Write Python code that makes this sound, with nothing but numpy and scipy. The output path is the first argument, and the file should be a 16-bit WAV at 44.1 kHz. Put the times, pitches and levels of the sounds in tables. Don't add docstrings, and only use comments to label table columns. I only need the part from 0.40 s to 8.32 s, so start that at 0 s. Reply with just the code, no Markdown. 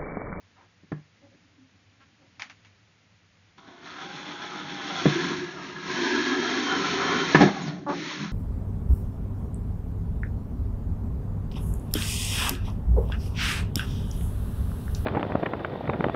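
import sys
import numpy as np
from scipy import signal
from scipy.fft import rfft, irfft
from scipy.io import wavfile
from scipy.ndimage import uniform_filter1d

SR = 44100
rng = np.random.default_rng(int(sys.argv[2]) if len(sys.argv) > 2 else 0)


def log_audio(samples):
    frames = np.atleast_2d(samples).T
    limited = np.clip(frames, -1, 1)
    pcm = np.round(limited * 32767).astype(np.int16)
    wavfile.write(sys.argv[1], SR, pcm)


def voltage_ratio(decibels):
    exponent = np.asarray(decibels, float) / 20
    return 10 ** exponent


N = 349272
T = np.arange(N) / SR

# (per Hz, relative)
AIR_COLOUR = [(15, -68), (25, -39.5), (43, -6.5), (70, -12.5), (102, 1), (130, -16), (168, -11.5),
              (348, -24.5), (1100, -27.5), (1680, -25), (2080, -24), (6900, -35), (8970, -64),
              (15200, -120)]
# start_s, length_s, slip_rate_hz, level_db (rms), roughness (0-1), loudest_hz, spread_octaves (to -6 dB)
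RIM_CREAKS = [(0.158, .12, 1500, -60, 0.9, 830, 1.1), (0.815, 0.085, 280, -60, 0.03, 500, .6),
              (0.91, 0.05, 280, -65, 0.05, 500, .5), (1.169, .12, 261, -58, 0.03, 254, .46),
              (1.598, 0.055, 270, -60.5, 0.03, 1380, 1.07), (1.79, 0.1, 285, -65, 0.08, 480, .7),
              (7.462, 0.09, 290, -30.5, .035, 800, .6)]
# (to -60 dB, undamped)
BUCKET_MODES = [(52, -12, .06), (77, -10, 0.038), (121, -3, 0.09), (149, 1, .27), (198, 5.5, 0.14),
                (244, 5, 0.085), (301, 2, 0.13), (340, -2, 0.12), (375, 6.5, 0.067), (384.3, -9.5, 0.09),
                (466, -8, 0.053), (510, -4, .03), (570, -1, 0.029), (667.6, 4.5, 0.02), (790, 1.5, 0.03),
                (925, 5, 0.022), (1104, 4.5, 0.025), (1220, 4, 0.022), (1370, 8.5, 0.018), (1552, 3, 0.034),
                (1715, 0.1, 0.036), (1920, -15, 0.09), (2100, -11, 0.04), (2400, -13, 0.016),
                (3010, -21, 0.024), (3600, -32, .015), (4400, -28, .015), (5400, -30.5, .01)]
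# pitch_hz, level_db, ring_s (undamped)
TAILGATE_SWAY = (67, -7, .12)
# pitch_hz, level_db, ring_s
HOLLOW_AIR = (300, 13.5, .022)
# start_s, peak_db, contact_ms, crack_db (peak), deep_db (extra ring under 170 Hz)
BUCKET_BLOWS = [(0.433, -43, 2.4, -66, -5), (0.5175, -20, 1.4, -31, 9), (0.945, -48, 2.2, -66, -4),
                (3.275, -42, 1.4, -47, -3), (4.655, -5, 1.7, -19, 4.5), (6.9465, -1.5, 1.0, -3, 1.5),
                (6.953, -16, .7, -5, 0.1), (6.985, -14, 1.8, -22, 0), (6.995, -12, 1.8, -20, -3),
                (7.009, -3.5, 1.3, -13, -1.5), (7.026, -5.5, 1.6, -16, 1.5), (7.051, -9, 1.8, -22, 2),
                (7.07, -17, 1.2, -22, -5), (7.087, -19, .9, -24, -8), (7.498, -25, 1.2, -34, -8),
                (7.562, -28, 2, -42, -4)]
# start_s, peak_db, rattle_s (to fall 23 dB), tick_share
CHUCK_CLICKS = [(1.996, -29, 0.1, 0.5), (2.0207, -18, 0.047, 1.2), (2.098, -34, 0.05, 0.5),
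                (2.248, -43, 0.07, 0.25), (3.181, -42, 0.039, 0.73)]
# time_s, whirr_db, drum_db (over the whirr), rumble_db (over the whirr)
DRILL_EFFORT = [(3.2, -63.5, 4, -1), (3.4, -58.5, 3, -5), (3.46, -49.5, -1, -6), (3.66, -45.5, -3, -4),
                (4.4, -42, -1, -4), (4.6, -34, -14, -7), (4.76, -33.5, -3, -9), (4.92, -36.5, 0, 1),
                (5.08, -45.5, 4, 5), (5.42, -45, -4, -2.5), (5.52, -33.5, -4, -3), (5.66, -33, 4, -13),
                (6.3, -32.5, 3, -16), (6.4, -32.5, -1, -5), (6.93, -31.5, -2, -8), (7.12, -39.5, 1, 1),
                (7.29, -43.5, 6, 14), (7.32, -54, 14, 18), (7.385, -58, 16, 19), (7.41, -67, 24, 27),
                (7.47, -68, 26, 28), (7.5, -47, 9, 7), (7.55, -41.5, 7, 5), (7.72, -36.5, -9, -12),
                (7.84, -40, -5, 1), (7.92, -50, -7, 6)]
# peak_s, rise_s, fall_s (per 20 dB), rasp_db, drum_db, rumble_db
TOOL_SHUDDERS = [(3.184, .015, .04, -51, -55, -53), (3.28, .03, .15, -55, -58, -64),
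                 (3.62, .04, .05, -44, -43, -50), (7.02, .04, .085, -19, -17, -17),
                 (7.28, .03, .2, -44, -45, -40), (7.495, .03, .15, -42, -31, -42),
                 (7.8, .02, .14, -44, -44, -28)]
# (per Hz, relative)
GEAR_COLOUR = [(1180, -11), (2000, 1), (2400, -1.5), (2740, -5), (2870, -6), (3110, -4), (3220, -2.5),
               (3360, -3), (4120, -3), (4600, -7), (4800, -19), (5050, -10), (5440, -7), (6440, -11.5),
               (6750, -11.5), (7000, -33), (9100, -46), (15400, -120)]
# pilot drilling, sawing, the motor braking, a low drone as it starts again;
# each a list of time_s, pitch_hz, level_db (rms, before flutter)
GEAR_WHINES = [
    [(3.2, 670, -71), (3.3, 680, -66), (3.5, 690, -64), (3.57, 760, -56), (3.62, 790, -49),
     (3.75, 828, -51), (4.1, 835, -49), (4.4, 808, -48), (4.64, 770, -50)],
    [(5.55, 3080, -44), (5.59, 3140, -41), (5.64, 3195, -46), (5.9, 3215, -45), (6.1, 3200, -44),
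     (6.2, 3160, -46), (6.245, 3155, -37), (6.36, 3120, -41), (6.38, 3000, -46), (6.55, 3040, -47),
     (6.62, 3085, -42), (6.69, 3170, -37), (6.72, 3190, -45), (6.785, 3110, -38), (6.89, 3145, -39),
     (6.93, 3150, -49)],
    [(7.215, 6800, -63), (7.23, 6720, -48.5), (7.25, 6340, -60), (7.27, 4900, -55), (7.283, 4500, -44),
     (7.296, 4120, -69)],
    [(7.46, 300, -55), (7.472, 300, -31), (7.505, 300, -34), (7.53, 305, -44), (7.62, 310, -43),
     (7.7, 305, -50), (7.78, 310, -44), (7.86, 300, -55)],
]

SAW_BITES_S, DEEP_S, THROUGH_S, LOOSE_UNTIL_S = 4.6, 6.2, 6.94, 7.62


def level(x, db):
    return x * voltage_ratio(db) / np.sqrt(np.mean(x ** 2))


def colour(x, points):
    hz, db = np.transpose(points)
    log_hz = np.log(np.arange(len(x) // 2 + 1) * SR / len(x) + 1)
    return irfft(rfft(x) * voltage_ratio(np.interp(log_hz, np.log(hz), db, left=-40)), len(x))


def walk(rate):
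    hold = int(SR / rate)
    steps = np.repeat(rng.standard_normal(N // hold + 1), hold)
    return 1.3 * uniform_filter1d(uniform_filter1d(steps, hold), hold)[:N]


def ring(x, modes, damping=1., wander_db=0, drift=0):
    wander_per_s = 11
    out = np.zeros(len(x))
    for k, (hz, db, t60) in enumerate(modes):
        pole = np.exp(2j * np.pi * hz / SR - np.log(1000) * damping / (t60 * SR))
        turn = 1
        if drift:
            turn = np.exp(2j * np.pi * hz * drift * np.cumsum(walk(wander_per_s)) / SR)
        swell_db = wander_db * walk(wander_per_s) if wander_db else 0
        mode = (turn * signal.lfilter([1], [1, -pole], x / turn)).imag
        out = out + (-1) ** k * voltage_ratio(db + swell_db) * mode
    return out


def modes_between(low_hz, high_hz):
    return [m for m in BUCKET_MODES if low_hz < m[0] < high_hz]


def glide(x, width, hz):
    turn = np.exp(2j * np.pi * np.cumsum(hz + 0 * T) / SR)
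    smooth = signal.lfilter([1], [1, -np.exp(-np.pi * width / SR)], x / turn)
    return level((smooth * turn).imag, 0)


def grit(rate, spread_db):
    chance = rng.random((3, N))
    hits = (chance[0] < rate / SR) * np.sign(chance[1] - .5)
    return hits * voltage_ratio(-spread_db * np.log(chance[2] + 0.00033))


def between(t0, t1, fade=.03):
    return np.clip(np.minimum(T - t0, t1 - T) / max(fade, .002), 0, 1)


def add(out, s, x):
    i = int(s * SR)
    out[i:i + len(x)] += x[:N - i]


def outdoors():
    air = level(colour(rng.standard_normal(N), AIR_COLOUR), -59) * voltage_ratio(0.5 * walk(3))
    hum_hz = 99 * (1 + 0.014 * walk(17))
    hum = np.sin(2 * np.pi * np.cumsum(hum_hz) / SR) * voltage_ratio(3.4 * walk(16))
    return air + level(hum, -80.5)


def creaks():
    skew, lead_s = .7, 1 / 50
    out = np.zeros(N)
    for s, length, hz, db, rough, top_hz, spread in RIM_CREAKS:
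        times = np.cumsum(np.exp(rough * rng.standard_normal(size=256))) / hz
        times = times[times < length]
        force = np.zeros(SR // 3)
        force[(times * SR).astype(int) + SR // 50] = np.sin(np.pi * (times / length) ** skew)
        spot = colour(force, [(top_hz * 2 ** (k * spread), -6 * k * k) for k in range(-3, 4)])
        creak = spot + voltage_ratio(-46) * ring(spot, BUCKET_MODES)
        add(out, s - lead_s, creak * voltage_ratio(db) / np.sqrt(np.sum(creak ** 2) / (length * SR)))
    return out


def blow_modes(deep_db):
    wall_db, scatter_db = 8, 1.5
    modes = []
    for hz, db, ring_s in [TAILGATE_SWAY] + BUCKET_MODES:
        if hz > 60:
            db = db + deep_db * (hz < 170) + wall_db * (450 < hz < 800)
            modes.append((hz, db + scatter_db * rng.standard_normal(), ring_s))
    return modes


def crack_of(snap, t):
    rise_s, fall_s, tail_s, tail_db, treble_db = .0006, .006, .035, -13, -10
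    decay = np.exp(-t / fall_s) + voltage_ratio(tail_db) * np.exp(-t / tail_s)
    modes = [(hz, db + treble_db * (hz > 2300), ring_s) for hz, db, ring_s in BUCKET_MODES if hz > 550]
    return ring(snap * (1 - np.exp(-t / rise_s)) * decay, modes, damping=4.2)


def blows():
    rattle_s = .028
    out, t = np.zeros(N), T[:SR // 3]
    for s, db, contact_ms, crack_db, deep_db in BUCKET_BLOWS:
        push = np.hanning(int(contact_ms * SR / 1000) + 3)
        shake, snap = rng.standard_normal((2, len(t)))
        force = 0.018 * shake * np.exp(-t / rattle_s)
        force[0] = 1
        force = signal.fftconvolve(force, push)[:len(t)]
        knock = ring(force, [HOLLOW_AIR]) + ring(force, blow_modes(deep_db), damping=1.2)
        crack = crack_of(snap, t)
        knock = knock * voltage_ratio(db) / np.abs(knock).max()
        add(out, s, knock + crack * voltage_ratio(crack_db) / np.abs(crack).max())
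    return out


def shifting():
    rub = grit(600, 2.5) * voltage_ratio(4.0 * walk(9))
    return between(.75, 2.25, fade=.1) * level(ring(rub, modes_between(230, 320)), -68)


def clicks():
    chuck_hz, lead_s = 2280, .01
    tick_colour = [(500, -30), (chuck_hz / 3.6, -6), (chuck_hz, 0), (chuck_hz * 1.6, -7), (7000, -11), (9000, -50)]
    rattle_colour = [(350, -30), (chuck_hz / 3.3, -7), (chuck_hz, 0), (chuck_hz * 1.77, -11), (7300, -17)]
    out, t = np.zeros(N), T[:SR // 4] - lead_s
    for s, db, rattle_s, tick_share in CHUCK_CLICKS:
        sharp, loose = rng.standard_normal((2, len(t))) * (t > 0)
        sharp[np.argmax(t > 0)] = 4.0
        tick = colour(tick_share * sharp * np.exp(-t / 0.0016), tick_colour)
        rattle = colour(0.42 * loose * np.exp(-t / max(rattle_s, .002) * 2.63), rattle_colour)
        click = tick + rattle
        add(out, s - lead_s, click * voltage_ratio(db) / np.abs(click).max())
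    return out


def effort():
    s, whirr, drum, rumble = np.transpose(DRILL_EFFORT)
    whirr, drum, rumble = (np.interp(T, s, db) for db in (whirr, whirr + drum, whirr + rumble))
    rasp = -33.5 + .77 * (whirr + 33) - 3 * (T > THROUGH_S)
    rasp = rasp + 1.5 * (1 + walk(22)) * between(DEEP_S, THROUGH_S)
    steady = voltage_ratio(np.array([whirr, rasp, drum, rumble])) * (T > s[0] - .02)
    power = steady ** 2
    for peak, rise, fall, *db in TOOL_SHUDDERS:
        swell = np.clip(1 - (peak - T) / rise, 0, 1) ** 2
        shape = np.where(T < peak, swell, voltage_ratio(-20 * np.maximum(T - peak, 0) / fall))
        gains = voltage_ratio(np.array([db[0] - 5, *db]))
        power = power + np.outer(gains, shape) ** 2
    return steady, np.sqrt(power)


def gear_whirr(teeth, throb):
    impacts = grit(9000, 1.2) * np.sqrt(np.abs(throb)) + .5 * teeth
    return level(colour(impacts, GEAR_COLOUR) * voltage_ratio(.8 * walk(20)), 0)


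def wall_rasp(teeth):
    moving = dict(wander_db=1.7, drift=.03)
    grip_db = -2.5 * between(SAW_BITES_S, THROUGH_S) + 8 * between(THROUGH_S, LOOSE_UNTIL_S)
    low = voltage_ratio(grip_db) * ring(teeth, modes_between(450, 800), damping=1.4, **moving)
    return level(low - ring(teeth, modes_between(800, 2300), damping=1.35, **moving), 0)


def base_drum(bites):
    base = ring(bites, modes_between(230, 450), damping=1.3)
    return level(signal.sosfilt(signal.butter(3, 205, "high", fs=SR, output="sos"), base), 0)


def steel_rumble(bites):
    return level(ring(bites, modes_between(0, 230), damping=2.5), 0)


def half_cut_disc(bites):
    from_hz, to_hz, rise_s = 330, 400, 1.3
    hz = to_hz - (to_hz - from_hz) * np.exp(-np.maximum(T - SAW_BITES_S, 0) / rise_s)
    return voltage_ratio(0.1) * glide(bites, 20, hz) * between(SAW_BITES_S, THROUGH_S)


def saw_cup(teeth):
    return voltage_ratio(-6) * glide(teeth, 55, 1680) * between(SAW_BITES_S, DEEP_S + .03, fade=.2)


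def housing(teeth):
    fade_s = .5
    return voltage_ratio(-4) * glide(teeth, 280, 3450) * np.clip(1 - (T - SAW_BITES_S) / fade_s, 0, 1)


def gear_mesh(teeth):
    hz, width_hz = 2800, 160
    band = glide(teeth, width_hz, hz) + voltage_ratio(-6.5) * glide(teeth, 2 * width_hz, 2 * hz)
    return voltage_ratio(-11) * band * between(4.95, 5.55, fade=.1)


def deep_groove(teeth):
    return voltage_ratio(-4) * glide(teeth, 550, 1200) * between(DEEP_S, THROUGH_S, fade=.1)


def drilling():
    steady, (whirr, rasp, drum, rumble) = effort()
    s, hz, _ = np.transpose(GEAR_WHINES[0])
    whine_per_turn, throb_depth = 3.8, .4
    turns = np.cumsum(np.interp(T, s, hz) / whine_per_turn) / SR
    throb = 1 + throb_depth * between(s[0], s[-1], fade=.2) * np.sin(2 * np.pi * turns)
    teeth = grit(2500, 2.18) * voltage_ratio(0.8 * walk(25)) * throb
    bites = grit(1200, 2.0) * voltage_ratio(1.3 * walk(30))
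    out = whirr * (gear_whirr(teeth, throb) + housing(teeth) + gear_mesh(teeth))
    out = out + rasp * (wall_rasp(teeth) + deep_groove(teeth))
    out = out + drum * base_drum(bites) + rumble * steel_rumble(bites)
    out = out + steady[0] * half_cut_disc(bites) + steady[2] * saw_cup(teeth)
    motor_per_chuck, wobble_db = 29.5, 1.6
    chuck = (turns - np.interp(3.63, T, turns)) / motor_per_chuck
    return out * voltage_ratio(wobble_db * between(3.5, 4.35, fade=.1) * np.cos(2 * np.pi * chuck))


def whines():
    out = np.zeros(N)
    for table in GEAR_WHINES:
        s, hz, db = np.transpose(table)
        pitch = np.interp(T, s, hz) * (1 + .002 * walk(30))
        gain = voltage_ratio(np.interp(T, s, db, left=-120, right=-120) + 2.4 * walk(25))
        out = out + np.sqrt(2) * gain * np.sin(2 * np.pi * np.cumsum(pitch) / SR)
    return out


def truck_bed(near):
    t = T[:SR // 8]
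    tail = rng.standard_normal(len(t)) * np.exp(-t / 0.0098) * (t > .003)
    unit_energy = level(tail, 0) / np.sqrt(len(t))
    return voltage_ratio(-19) * signal.fftconvolve(near, unit_energy)[:N]


def scene():
    near = creaks() + blows() + shifting() + clicks() + drilling() + whines()
    return (outdoors() + near + truck_bed(near))[None]


def top_cut(x):
    return signal.sosfilt(signal.butter(12, 7720, fs=SR, output="sos"), x)


def record(dry):
    bass = signal.butter(2, 110, "high", fs=SR, output="sos")
    top = signal.ellip(10, .2, 80, 6950, fs=SR, output="sos")
    soft = 1.1 * np.tanh(signal.sosfilt(bass, dry) / 1.1)
    return top_cut(signal.sosfilt(top, soft))


dry = scene()
out = record(dry)
log_audio(out)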